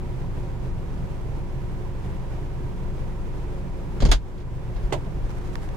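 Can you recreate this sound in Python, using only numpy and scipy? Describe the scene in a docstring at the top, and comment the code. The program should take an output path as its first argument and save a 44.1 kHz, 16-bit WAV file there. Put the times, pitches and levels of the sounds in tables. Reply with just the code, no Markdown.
"""An engine idles and air rushes, heard inside a car parked at a garage, as the power liftgate hums down.
The gate drops into its latch: the steel catch clacks, and the gate pumps the cabin air into a deep thump.
A moment later the motor cinches the lock, whose bolt and pawl strike with a hollow clunk.
The hand-held camera, whose gain ducks under the thump, is then swung away with a few scuffs and ticks."""
import sys
import numpy as np
from scipy import signal
from scipy.fft import irfft, next_fast_len
from scipy.io import wavfile
from scipy.ndimage import uniform_filter1d

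SR = 44100
rng = np.random.default_rng(int(sys.argv[2]) if len(sys.argv) > 2 else 0)


def transcribe(u):
    """Save the signal u as a 16-bit wav file named by the first command-line argument.

    u: samples, shape (n,) or (channels, n), limited to [-1, 1]; the rate is SR.
    q: integer samples, one column per channel.
    """
    v = np.clip(np.atleast_2d(u).T, -1, 1)
    q = np.round(v * 32767).astype(np.int16)
    wavfile.write(sys.argv[1], SR, q)


N = 254192

CUTOFF_HZ = 15800
TRIM_BALANCE_DB = -3  # the trim lies to the right
# lean of the cabin's sound field: (frequency [Hz], left minus right [dB])
CABIN_BALANCE = [(30, 14.5), (70, 7.5), (250, -7), (700, -2), (2000, -3), (5000, -1), (14000, -1)]
# spectrum of a knock on the trim: (frequency [Hz], relative density [dB])
KNOCK_SPECTRUM = [(150, -31), (280, 4), (390, 5.5), (490, -1), (610, 4), (760, 3), (1100, -9), (1450, -15),
                  (3000, -16.5), (8000, -55)]


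def from_db(db):
    """Amplitude ratio of a level in decibels."""
    return 10 ** (np.asarray(db) / 20)


def rms_one(x):
    """Normalisation to unit rms."""
    return x / np.sqrt(np.mean(x ** 2) + 1e-20)


def fade_in(start, attack_s):
    """Linear onset from 0 to 1, then a hold."""
    return np.clip((np.arange(N) / SR - start) / attack_s, 0, 1)


def at_hz(points, hz):
    """Interpolation on a log-frequency axis."""
    frequencies, values = np.transpose(points)
    return np.interp(np.log(hz), np.log(frequencies), values)


def pan(balance_db):
    """Left and right gains for a level difference."""
    return from_db(np.array([[.5], [-.5]]) * balance_db)


def drift(rate_hz):
    """Random modulation: low-passed noise of unit rms."""
    white = rng.standard_normal(N // 64 + 4000)
    r = np.exp(-2 * np.pi * rate_hz * 64 / SR)
    slow = signal.lfilter([1], [1, -2 * r, r * r], white)[3998:]
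    return np.interp(np.arange(N) / 64, np.arange(len(slow)), rms_one(slow))


def clicks(times, sizes):
    """Impulse train, one impulse for each event."""
    out = np.zeros(N)
    np.add.at(out, np.round(times * SR).astype(int), sizes)
    return out


def ring(force, hz, t60):
    """Damped oscillator: a unit impulse starts a decaying sine of height 1."""
    r, w = np.exp(-np.log(1000) / (t60 * SR)), 2 * np.pi * hz / SR
    return signal.lfilter([0, np.sin(w)], [1, -2 * r * np.cos(w), r * r], force + 1e-18)


def reverberant_decay(times, level_db, t60, build_s):
    """Envelope of dense modes: each blow's energy builds with the first reflections, then leaks away."""
    keep, rise = np.exp(-2 * np.log(1000) / (t60 * SR)), np.exp(-1 / (build_s * SR))
    energy = signal.lfilter([1], [1, -keep], clicks(times, from_db(level_db) ** 2) + 1e-18)
    return np.sqrt(signal.lfilter([1 - rise], [1, -rise], energy))


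def noise(spectrum):
    """Diffuse field: coloured stereo noise of unit rms, partly coherent in the bass, barely so on top."""
    # likeness of left and right: (frequency [Hz], correlation [-1 to 1])
    coherence = [(30, 0.4), (120, 0.8), (300, 0.54), (1000, 0.15), (2200, 0.06), (5000, 0.15),
                 (14000, -0.02)]
    size = next_fast_len(N, True)
    hz = np.maximum(np.arange(size // 2 + 1) * SR / size, 1)
    colour = from_db(at_hz(spectrum, hz)) * (hz > 20) * (hz < CUTOFF_HZ)
    mid, side = colour * (rng.standard_normal((2, len(hz))) + 1j * rng.standard_normal((2, len(hz))))
    alike = at_hz(coherence, hz)
    pair = np.sqrt(1 + alike) * mid + np.sqrt(1 - alike) * side * [[1], [-1]]
    return rms_one(irfft(pair * pan(at_hz(CABIN_BALANCE, hz)), size)[:, :N])


def resonances(modes):
    """Resonance under random forcing: each mode passes a narrow band of noise."""
    return sum(from_db(db) * rms_one(ring(rng.standard_normal(N), hz, np.log(1000) / (np.pi * width)))
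               for hz, width, db in modes)


def engine(crank_hz=12.87, wander=0.0019, idle_db=-31.5, balance_db=-12.5, port_phase_rad=0.45):
    """Periodic forcing: firing orders and accessory whine follow one slightly unsteady crankshaft."""
    # four-cylinder idle: (order [multiple of crank speed], relative level [dB])
    orders = [(2, 2.5), (4, -2.5), (6, -6.5), (8, -13), (10, -14), (11, -19)]
    # belt-driven accessories: (frequency [Hz], level [dB], left minus right [dB])
    accessories = [(35.4, -46, 12), (180, -41.5, 1.5), (360, -45, 0), (540, -60, -3)]
    crank_time = np.cumsum(1 + wander * drift(1.94)) / SR
    stereo_phase = np.array([[port_phase_rad], [-port_phase_rad]])

    def tone(hz, flutter_db):
        flutter = from_db(flutter_db * drift(3.9))
        return flutter * np.sin(2 * np.pi * (hz * crank_time + rng.random()) + stereo_phase)
    firing = sum(from_db(db) * tone(k * crank_hz, 0.75) * pan(at_hz(CABIN_BALANCE, k * crank_hz))
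                 for k, db in orders)
    whine = sum(from_db(db) * tone(hz, 2.5) * pan(lean) for hz, db, lean in accessories)
    return from_db(idle_db) * firing * pan(balance_db) + whine


def ventilation(level_db=-35.5, flicker_db=0.76, duct_balance_db=-3.0):
    """Broadband flow noise: a steady rush of air, coloured by duct resonances."""
    # ventilation and engine-bay noise: (frequency [Hz], relative density [dB])
    air_spectrum = [(20, 1.5), (45, 1), (100, 0), (150, -0.5), (220, -6.5), (420, -8.5), (680, -15.5),
                    (980, -17), (1200, -21.5), (2200, -27), (4200, -36.5), (6600, -39.5), (9500, -44),
                    (15500, -49.5)]
    # air-duct resonances: (frequency [Hz], bandwidth [Hz], level [dB])
    duct_modes = [(414, 22, -57), (538.6, 19, -59.5), (757, 61, -59), (957, 67, -55.5), (1575, 55, -76),
                  (2357, 71, -75)]
    rush = from_db(level_db + flicker_db * drift(9.0)) * noise(air_spectrum)
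    return rush + resonances(duct_modes) * pan(duct_balance_db)


def gate_drive(spin_up_s=0.0077, run_down_s=0.28, ease_from_s=1.66, ease_db_per_s=3.0, evenness=0.4):
    """Forced vibration: the geared motors shake the rear panels into a low, rough hum."""
    # the motors lower the gate, then work the lock: (start [s], stop [s], level [dB])
    motor_runs = [(0, 4.37, -36.5), (4.451, 5.38, -38)]
    # rear-panel resonances: (frequency [Hz], bandwidth [Hz], relative level [dB])
    panel_modes = [(122.2, 13.4, 1.5), (139.3, 9.3, 0)]
    hum = resonances(panel_modes)
    power = uniform_filter1d(hum ** 2, size=SR // 6) + 1e-9
    even_hum = rms_one(hum / power ** (evenness / 2))
    t, effort = np.arange(N) / SR, np.zeros(N)
    for start, stop, db in motor_runs:
        ease_db = ease_db_per_s * np.maximum(t - start - ease_from_s, 0)  # load falls late in a long run
        run_down = np.exp(-np.maximum(t - stop, 0) / run_down_s)
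        effort += from_db(db - ease_db) * fade_in(start, spin_up_s) * run_down
    return effort * even_hum * pan(balance_db=-5.5)


def chatter(touches=3, gap_s=.006, loss_db=11.5):
    """Inelastic rebound: each contact of gate and latch is a quick run of ever weaker touches."""
    # the catch meets the striker, the gate lands and rebounds, the catch snaps home, the trim ticks,
    # the cinch draws the gate in: (time [s], thud level [dB], knock level [dB], clack level [dB])
    contacts = [(4.004, -27, -35, -34.5), (4.022, -17, -27.5, -35), (4.0515, -16.5, -33, -29),
                (4.088, -27, -30.5, -38.5), (4.115, -34, -19.5, -16), (4.3795, -59, -57, -53),
                (4.4035, -55, -53, -52), (4.762, -46, -41, -49.5), (4.836, -49, -53, -58),
                (5.062, -27.5, -41, -70)]
    return np.transpose([(s + k * gap_s, *(np.array(levels_db) - k * loss_db))
                         for s, *levels_db in contacts for k in range(touches)])


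def latch(catch_ring_db=-8.0, trim_ring_db=-12.5, scatter_db=4.0, crack_db=-2.5, hardness=0.27):
    """Impact excitation: each contact thuds in the gate, knocks the trim and rings the steel catch."""
    # gate shell and steel catch: (frequency [Hz], relative density [dB])
    thud_spectrum = [(60, -6.5), (140, 8), (260, -6.5), (450, -7), (900, -19.5), (2500, -76)]
    clack_spectrum = [(300, -36), (800, 2), (1400, 4), (2500, -1.5), (3300, 3), (4000, 2.5), (4600, 1),
                      (5200, -3), (6700, -3), (7600, -7), (11000, -13.5), (15500, -29)]
    # modes of catch and trim panel: (frequency [Hz], relative level [dB], t60 [s])
    catch_modes = [(1325, -15, .09), (1658, -14, .09), (1997, -8, .06), (2168, -8, .1), (2546, -12, .085),
                   (3208, -8, .06), (3309, -6, .08), (3417, -4, .075), (4210, -8, .09), (4739, -6, .09),
                   (5184, -11, .09), (5819, -11, .06), (6364, -11, .08), (6698, -7, .085)]
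    trim_modes = [(400, -3, .06), (480, 1, .14), (603, 1, .14), (651, -4, .1), (958, -2, .1),
                  (1130, -7, .05)]
    times, thud_db, knock_db, clack_db = chatter()
    thud = noise(thud_spectrum) * reverberant_decay(times, thud_db, t60=0.14, build_s=.002)
    knock = noise(KNOCK_SPECTRUM) * reverberant_decay(times, knock_db, t60=0.11, build_s=.002)
    steel = noise(clack_spectrum)
    body = signal.sosfiltfilt(signal.butter(4, 7500, fs=SR, output="sos"), steel)
    top = steel - body
    top_db = clack_db + hardness * (clack_db - clack_db.max())  # harder contacts are brighter

    def strike(body_t60, top_t60, build_s):
        return (body * reverberant_decay(times, clack_db, body_t60, build_s)
                + top * reverberant_decay(times, top_db, top_t60, build_s))
    clack = strike(body_t60=0.086, top_t60=0.055, build_s=0.0065)  # upholstery absorbs the top first
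    crack = strike(body_t60=.018, top_t60=.018, build_s=1 / SR)  # direct sound, ahead of the reflections
    out = thud + pan(TRIM_BALANCE_DB) * knock + clack + from_db(crack_db) * crack
    for modes, blow_db, lean_db in ((catch_modes, clack_db + catch_ring_db, 0),
                                    (trim_modes, knock_db + trim_ring_db, TRIM_BALANCE_DB)):
        for hz, db, t60 in modes:
            sizes = from_db(blow_db + db + scatter_db * rng.standard_normal(len(times)))
            force = clicks(times, sizes * rng.choice([-1, 1], len(times)))
            out += pan(at_hz(CABIN_BALANCE, hz) + lean_db) * ring(force, hz, t60)
    return out


def thump(push_s=0.007, balance_db=1.0, right_lag_s=0.0025):
    """Cavity resonance: the gate thumps the cabin air. Soft low bumps follow, some from camera handling."""
    # the gate's landing, then the soft bumps: (time [s], level [dB])
    pulses = [(4.026, -3), (4.081, -0.5), (4.134, -4), (4.755, -20), (4.838, -13), (5.145, -21),
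              (5.23, -14.5)]
    # low modes of the thump and the bumps: (frequency [Hz], relative level [dB], t60 [s])
    low_modes = [(32, -1.5, .14), (48, .5, .27), (125, -14, .25)]
    t = np.arange(N) / SR
    force = sum(from_db(db) * np.exp(-np.pi * ((t - s) / push_s) ** 2) for s, db in pulses) / (push_s * SR)
    boom = -sum((-1) ** k * from_db(db) * ring(force, hz, t60)
                for k, (hz, db, t60) in enumerate(low_modes))
    return pan(balance_db) * [boom, np.interp(t - right_lag_s, t, boom)]


def lock(ring_db=-24.0, housing_balance_db=-4.0, click_balance_db=0.5):
    """Free vibration after impact: the bolt rings the hollow lock housing; the pawl clicks in behind."""
    # bolt first, then pawl: (time [s], knock level [dB], click level [dB])
    blows = [(4.9226, -23, -44), (4.9237, -29, -28.5), (4.931, -26, -31.5)]
    # modes of the housing: (frequency [Hz], relative level [dB], t60 [s])
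    housing_modes = [(128, -8, .2), (255, -7, .12), (387, -3, .08), (480, -5, .05), (603, 2, .12),
                     (772, -7, .08), (847, -7, .08), (969, -6, .13), (1115, -8, .07), (1538, -17, .1),
                     (2036, -11, .095), (2637, -17, .09), (2826, -15, .05), (3155, -18, .06)]
    # click of the pawl: (frequency [Hz], relative density [dB])
    pawl_spectrum = [(400, -12), (1000, 8.5), (2500, -1), (3600, 2), (5000, -5), (7500, -5), (10000, -14),
                     (15500, -28)]
    times, knock_db, click_db = np.transpose(blows)
    knock = noise(KNOCK_SPECTRUM) * reverberant_decay(times, knock_db, t60=0.13, build_s=0.0012)
    click = noise(pawl_spectrum) * reverberant_decay(times, click_db, t60=0.083, build_s=0.002)
    bolt = clicks(times[:1], from_db(ring_db))
    housing = sum((-1) ** k * from_db(db) * ring(bolt, hz, t60)
                  for k, (hz, db, t60) in enumerate(housing_modes))
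    return knock * pan(TRIM_BALANCE_DB) + click * pan(click_balance_db) + housing * pan(housing_balance_db)


def handling(swing_s=5.22, rub_db=-57, roughness_db=3.0, grain_db=3.0):
    """Structure-borne sound: fingers rub, slip and tap on the camera body as it is swung away."""
    # finger slips: (time [s], half length [s], skin hiss level [dB], body scrape level [dB])
    scuffs = [(5.256, .014, -75, -53), (5.305, 0.013, -62, -52), (5.385, .007, -56.5, -60),
              (5.456, 0.0091, -62, -50), (5.536, .009, -58, -58), (5.645, 0.017, -55.5, -51)]
    # finger taps: (time [s], level [dB])
    taps = [(5.555, -24), (5.689, -37)]
    # camera body and sliding skin: (frequency [Hz], relative density [dB])
    body_spectrum = [(300, -34), (1100, 3.5), (1700, 1.5), (2800, -10.5), (6500, -14.5), (9500, -22),
                     (15500, -30)]
    skin_spectrum = [(500, -20), (2000, 10), (5000, 0), (9000, 0), (11500, -3), (15500, -16)]
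    t = np.arange(N) / SR
    ticks = reverberant_decay(*np.transpose(taps), t60=0.0094, build_s=0.0003)
    rub = fade_in(swing_s, attack_s=0.075) * from_db(rub_db + roughness_db * drift(40))
    slips = sum(from_db([[hiss_db], [scrape_db]]) * np.exp(-.5 * ((t - s) / half_s) ** 2)
                for s, half_s, hiss_db, scrape_db in scuffs)
    hiss, scrape = slips * from_db(grain_db * drift(200))
    return np.sqrt(ticks ** 2 + rub ** 2 + scrape ** 2) * noise(body_spectrum) + hiss * noise(skin_spectrum)


def scene():
    """Superposition of all sources at the driver's seat."""
    return engine() + ventilation() + gate_drive() + latch() + thump() + lock() + handling()


def gain_control(x, threshold_db=-7.0, release_db_per_s=9.0, attack_s=0.08):
    """Compression: peaks over the threshold pull the gain down, and it creeps back."""
    over_db = np.maximum(20 * np.log10(np.abs(x).max(axis=0) + 1e-9) - threshold_db, 0)
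    release_db = release_db_per_s * np.arange(N) / SR
    held_db = np.maximum.accumulate(over_db + release_db) - release_db
    r = np.exp(-1 / (attack_s * SR))
    return x * from_db(-signal.lfilter([1 - r], [1, -r], held_db))


def record(dry):
    """Automatic gain, then band limiting by a steep low-pass filter."""
    return signal.sosfilt(signal.ellip(12, .1, 80, CUTOFF_HZ, fs=SR, output="sos"), gain_control(dry))


dry = scene()
out = record(dry)
transcribe(out)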